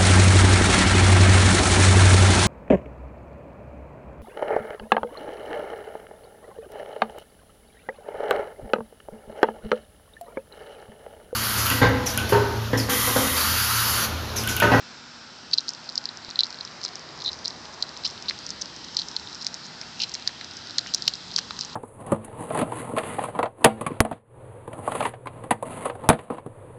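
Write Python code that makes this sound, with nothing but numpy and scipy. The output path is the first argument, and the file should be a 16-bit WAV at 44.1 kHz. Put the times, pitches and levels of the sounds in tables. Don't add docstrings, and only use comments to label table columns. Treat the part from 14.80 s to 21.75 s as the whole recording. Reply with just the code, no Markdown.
import sys
import numpy as np
from scipy import signal
from scipy.io import wavfile
from scipy.ndimage import uniform_filter1d

SR = 44100
rng = np.random.default_rng(int(sys.argv[2]) if len(sys.argv) > 2 else 0)


def put_to_file(sound):
    columns = np.atleast_2d(sound).T
    safe = np.clip(columns, -1, 1)
    whole_steps = np.round(safe * 32767)
    wavfile.write(sys.argv[1], SR, whole_steps.astype(np.int16))


N = 306495

# time_s, rumble_db, traffic_db, rustle_db, hiss_db
OUTDOOR_LEVELS = [(0.0, -52, -52, -49, -45.5), (0.23, -55.5, -53, -51, -47.5),
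                  (1.55, -55.5, -50, -49, -46.5), (2.5, -50.5, -46.5, -50.5, -46.5),
                  (3.02, -53.5, -48, -49.5, -46.5), (3.6, -51, -49, -50, -44), (5.05, -53, -51, -50, -44.5),
                  (6.95, -49, -49, -50.5, -44)]
# frequency_hz, relative_db
OUTDOOR_SPECTRUM = [(30, -14), (146, 6), (650, -3), (830, 2.5), (1140, -1.5), (1340, 5), (2400, -1.5),
                    (3300, -0.5), (4100, 5.5), (4500, 3), (5100, 4.5), (6700, -8.5), (7400, -10),
                    (8600, -24)]
# time_s, rms_db
ENGINE_LEVELS = [(1.8, -79), (2.5, -63.5), (4.1, -63.5), (5.0, -72.5), (6.9, -77)]
# time_s, peak_db, length_s
LOW_THUMPS = [(1.485, -31.5, 0.0013), (6.147, -26.5, 0.0011), (6.28, -26, .0006)]
# time_s, peak_db, cavity_hz
FLESH_SMACKS = [(0.7347, -22, 2800), (2.0505, -31, 1280), (3.4972, -25, 2010), (3.51, -17, 2100),
                (4.667, -26, 2440), (5.015, -31, 2160), (5.032, -30, 2230), (5.3514, -28, 2220),
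                (5.4764, -23.5, 1860), (5.493, -27, 1800), (5.6126, -25.5, 1960), (5.987, -21.5, 1880),
                (6.063, -24.5, 1880), (6.2808, -4.5, 3120), (6.5833, -21.5, 2700), (6.5839, -25.5, 1210),
                (6.589, -19, 1640), (6.709, -22, 1290), (6.7902, -30, 1530)]
# centre_hz, width_hz, gain_db
NEAR_RESONANCES = [(4088, 120, 0), (5230, 160, -6), (6830, 1400, -10.5)]
# start_s, length_s, slip_db,
# pitch_hz, width_hz, hollow_relative_db
TOOTH_GRINDS = [(0.733, 0.0035, -13, 4520, 296, -21.5), (.7775, 0.0099, -19, 4400, 445, -25),
                (1.423, .08, -43.5, 4110, 400, -28), (2.03, .03, -33, 4750, 750, -31),
                (2.449, .051, -27.5, 3860, 170, -28), (2.671, 0.0057, -22.5, 4270, 500, -18),
                (2.851, 0.0094, -31, 4570, 900, -12), (2.927, .022, -36, 5280, 700, -30),
                (3.247, .022, -20, 4660, 505, -14), (3.484, 0.015, -19.5, 4365, 480, -21),
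                (3.813, 0.011, -21, 5400, 670, -34), (4.175, 0.048, -28.5, 4240, 406, -23),
                (4.61, .02, -30.5, 5150, 543, -30), (4.843, 0.024, -33.5, 5300, 700, -30),
                (5.201, .042, -20.5, 4480, 750, -9.5), (6.071, 0.028, -37, 4930, 800, -2.5),
                (6.175, 0.0092, -27.5, 4970, 800, -23), (6.27, .005, -29, 4370, 600, -25),
                (6.2775, 0.0068, -17.5, 4670, 800, -9), (6.534, .01, -30, 4620, 600, -24),
                (6.577, 0.019, -22.5, 4980, 700, -10), (6.807, 0.023, -29, 4930, 520, -16),
                (6.849, .007, -29.5, 5300, 630, -29)]
# time_s, peak_db, pitch_hz
BONE_CRACKS = [(.7315, -24, 4650), (.7351, -8, 4520), (.7401, -8, 4620), (.7844, -4, 4280),
               (.7929, -19, 4310), (.8837, -14, 4510), (.8913, -11, 5250), (1.0924, -18, 4420),
               (1.1562, -15, 5060), (1.1785, -7, 4640), (1.2559, -11, 4580), (1.2906, -19, 4160),
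               (1.5107, -23, 4240), (1.5584, -18, 4060), (1.5915, -4, 3900), (1.5984, -10, 3920),
               (1.6072, -4, 4110), (1.635, -7.5, 4170), (1.6443, -19, 4590), (1.6564, -23, 4790),
               (1.7058, -22, 4780), (1.745, -27, 4300), (1.788, -27, 4200), (1.8097, -19, 4190),
               (1.8508, -21, 5160), (2.0155, -25, 4450), (2.0342, -20, 4690), (2.0398, -18, 5230),
               (2.0505, -13, 5030), (2.0618, -19, 4210), (2.081, -23, 5110), (2.1562, -19, 5470),
               (2.4218, -20, 4190), (2.4609, -16, 4000), (2.4793, -14, 3870), (2.4908, -15, 3860),
               (2.5186, -23, 4800), (2.5317, -19, 4730), (2.6513, -18, 4220), (2.6576, -10, 4540),
               (2.6803, -12.5, 5170), (2.7066, -23, 4440), (3.026, -7, 4390), (3.2382, -24, 4290),
               (3.2516, -9, 4430), (3.2643, -13, 4330), (3.2762, -20, 5400), (3.3016, -25, 4830),
               (3.459, -28, 4100), (3.4974, -11, 4470), (3.5099, -23, 3800), (3.5897, -24, 5350),
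               (3.6657, -17, 5260), (3.692, -20, 4990), (3.705, -13, 5400), (4.169, -5, 4650),
               (4.1905, -11, 4270), (4.1964, -14.5, 4190), (4.2185, -16, 4230), (4.2861, -19, 5180),
               (4.3657, -9, 4280), (4.3977, -24, 4630), (4.4738, -24, 3650), (4.5306, -24, 4610),
               (4.6233, -20, 5240), (4.6473, -18, 5010), (4.6675, -7, 4880), (4.743, -16, 5370),
               (5.0144, -19, 5000), (5.2191, -9, 4400), (5.2364, -12.5, 4280), (5.2949, -22, 5400),
               (5.3407, -16, 5430), (5.3444, -15, 5290), (5.3523, -15, 4570), (5.4761, -4, 4540),
               (5.6116, -24, 4020), (5.6454, -22, 4710), (5.7117, -26, 4580), (5.7696, -23, 5230),
               (5.8722, -24, 4440), (5.9088, -23, 4430), (5.9844, -4, 4360), (5.9918, -12, 4410),
               (6.1392, -9, 4580), (6.1471, -1.7, 5320), (6.2228, -13, 4560), (6.2792, -1.3, 4370),
               (6.2949, -23, 4210), (6.3382, -16.5, 4260), (6.3547, -22, 4850), (6.5152, -24.5, 4390),
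               (6.5631, -2.85, 4600), (6.5837, -12, 4780), (6.5892, -10, 4440), (6.7088, -19, 3950),
               (6.7912, -16, 5060), (6.8108, -11, 5030)]


def from_db(db):
    return 10 ** (np.asarray(db) / 20)


def unit_rms(x):
    return x / np.sqrt(np.mean(x ** 2) + 1e-20)


def curves(rows):
    time_s, *columns = np.transpose(rows)
    return [np.interp(np.arange(N) / SR, time_s, column) for column in columns]


def drift(rate_hz):
    pole = np.exp(-80 * np.pi * rate_hz / SR)
    slow = signal.lfilter([1], [1, -2 * pole, pole * pole], rng.standard_normal(N // 40 + 2002))[2000:]
    return np.interp(np.arange(N) / 40, np.arange(len(slow)), unit_rms(slow))


def place(out, time_s, sound, peak_db):
    start = round(time_s * SR) - np.abs(sound).argmax()
    out[start:start + len(sound)] += (from_db(peak_db) * sound / np.abs(sound).max())[:N - start]


def resonance(x, hz, width_hz):
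    r = np.exp(-np.pi * width_hz / SR)
    feedback = [1, -2 * r * np.cos(2 * np.pi * hz / SR), r * r]
    return signal.lfilter(np.array([1, 0, -1]) * (1 - r * r) / 2, feedback, x + 1e-18)


def outdoors(wander_db=1.5, splits_hz=(320, 1270, 2540)):
    edges_hz = 2540 * 2 ** np.r_[np.arange(-20, 0) / 3, np.arange(14) / 7]
    shape_hz, shape_db = np.transpose(OUTDOOR_SPECTRUM)
    white = rng.standard_normal((2, N))
    layers = np.zeros((4, N))
    for k, (low, high) in enumerate(zip(edges_hz, edges_hz[1:])):
        hz = np.sqrt(low * high)
        band = signal.sosfilt(signal.butter(2, [low, high], "band", fs=SR, output="sos"), white[k % 2])
        band_db = np.interp(np.log(hz), np.log(shape_hz), shape_db) + wander_db * drift(0.84)
        layers[np.searchsorted(splits_hz, hz)] += from_db(band_db) * band
    return sum(from_db(db) * unit_rms(layer) for db, layer in zip(curves(OUTDOOR_LEVELS), layers))


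def mains_hum(pitch_hz=240, rms_db=-63):
    return np.sqrt(2) * from_db(rms_db + drift(5.6)) * np.sin(2 * np.pi * pitch_hz * np.arange(N) / SR)


def far_engine(pitch_hz=72, wander_hz=1.2):
    phase = 2 * np.pi * np.cumsum(pitch_hz + wander_hz * drift(1.2)) / SR
    return np.sqrt(2) * from_db(curves(ENGINE_LEVELS)[0]) * np.sin(phase)


def low_thumps():
    out = np.zeros(N)
    for time_s, peak_db, length_s in LOW_THUMPS:
        place(out, time_s, np.hanning(int(length_s * SR)), peak_db)
    return out


def flesh_smacks(decay_cycles=9.6, rise_s=.0002):
    out, t = np.zeros(N), np.arange(600) / SR
    for time_s, peak_db, hz in FLESH_SMACKS:
        pop = np.sin(2 * np.pi * hz * t) + 0.44 * np.sin(2 * np.pi * 1.8 * hz * t)
        envelope = from_db(-60 * t * hz / decay_cycles) * (1 - np.exp(-(t / rise_s) ** 2))
        place(out, time_s, pop * envelope, peak_db)
    return out


def snap(t, hz, width_hz):
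    age = np.maximum(np.pi * width_hz * t, 0)
    return (age * np.exp(1 - age)) ** 2 * np.sin(2 * np.pi * hz * t)


def radiate(x, low_cut_hz=3540):
    x = signal.sosfilt(signal.butter(4, low_cut_hz, "high", fs=SR, output="sos"), x)
    return x + sum(from_db(db) * resonance(x, hz, width_hz) for hz, width_hz, db in NEAR_RESONANCES)


def splinters(bones, start_s=.7, idle_per_s=70, base_db=-41.5, spread_db=5.5, jaw_window_s=.049):
    activity = uniform_filter1d(1.0 * (np.abs(bones) > .03), int(jaw_window_s * SR))
    rate_per_s = idle_per_s * (1 + 5.2 * np.sqrt(np.abs(activity) / activity.max()))
    sizes = from_db(base_db + spread_db * np.minimum(rng.exponential(1, N), 3.3))
    impulses = sizes * (rng.random(N) < rate_per_s / SR)
    impulses[:int(start_s * SR)] = 0
    pitch_index, t = rng.integers(0, 6, N), np.arange(200) / SR
    crackle = sum(signal.oaconvolve(impulses * (pitch_index == k), snap(t, hz, width_hz=1100))[:N]
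                  for k, hz in enumerate(np.geomspace(3600, 5500, 6)))
    return radiate(crackle)


def tooth_grinds(gap_s=.002, max_slips=48, spread_db=3.0, detune=.65, hollow_hz=3000, hollow_width_hz=360):
    slips, hollow, t = np.zeros(N), np.zeros(N), np.arange(500) / SR
    for start_s, length_s, slip_db, hz, width_hz, hollow_db in TOOTH_GRINDS:
        gap, size, pitch, hollow_pitch = rng.standard_normal((4, max_slips))
        lags_s = np.cumsum(gap_s * np.exp(.45 * gap))
        lags_s -= lags_s[0]
        for k, time_s in enumerate(start_s + lags_s[lags_s < length_s]):
            level_db = slip_db + spread_db * size[k]
            slip = snap(t, hz + detune * pitch[k] * width_hz, 1.4 * width_hz)
            undertone = snap(t, hollow_hz + detune * hollow_pitch[k] * hollow_width_hz, hollow_width_hz)
            place(slips, time_s, slip, level_db)
            place(hollow, time_s, undertone, level_db + hollow_db)
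    return radiate(slips) + hollow


def bone_cracks(crumb_count=16, crumb_db=-16, mean_lag_s=.004, fade_db_per_s=780):
    out, t = np.zeros(N), np.arange(1000) / SR
    lags_s = -mean_lag_s * np.log(1 - rng.random((len(BONE_CRACKS), crumb_count)))
    scatter = rng.standard_normal((len(BONE_CRACKS), 2, crumb_count))
    for (time_s, peak_db, hz), lag_s, (size, pitch) in zip(BONE_CRACKS, lags_s, scatter):
        base_width_hz = 360 + .15 * (hz - 4500) + 37 * time_s
        fracture = snap(t - .0017, hz, 2.1 * base_width_hz)
        ring = .266 * fracture.std() * unit_rms(resonance(fracture, hz, width_hz=250))
        crumb_gain = from_db(crumb_db + 2.3 * size - fade_db_per_s * lag_s)
        crumb_hz = hz + .83 * base_width_hz * (pitch + .5)
        crumbs = crumb_gain * snap(t[:, None] - lag_s, crumb_hz, 2.3 * base_width_hz)
        place(out, time_s, radiate(fracture + ring + crumbs.sum(1)), peak_db)
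    return out


def scene():
    bones = bone_cracks() + tooth_grinds()
    gnawing = bones + splinters(bones) + flesh_smacks()
    return (gnawing + low_thumps() + outdoors() + mains_hum() + far_engine())[None]


def record(dry, mic_stop_hz=9930, ceiling=.725, output_stop_hz=16700):
    heard = signal.sosfilt(signal.cheby2(10, 60, mic_stop_hz, fs=SR, output="sos"), dry)
    overloaded = np.clip(heard, -ceiling, ceiling)
    return signal.sosfilt(signal.cheby2(12, 70, output_stop_hz, fs=SR, output="sos"), overloaded)


dry = scene()
out = record(dry)
put_to_file(out)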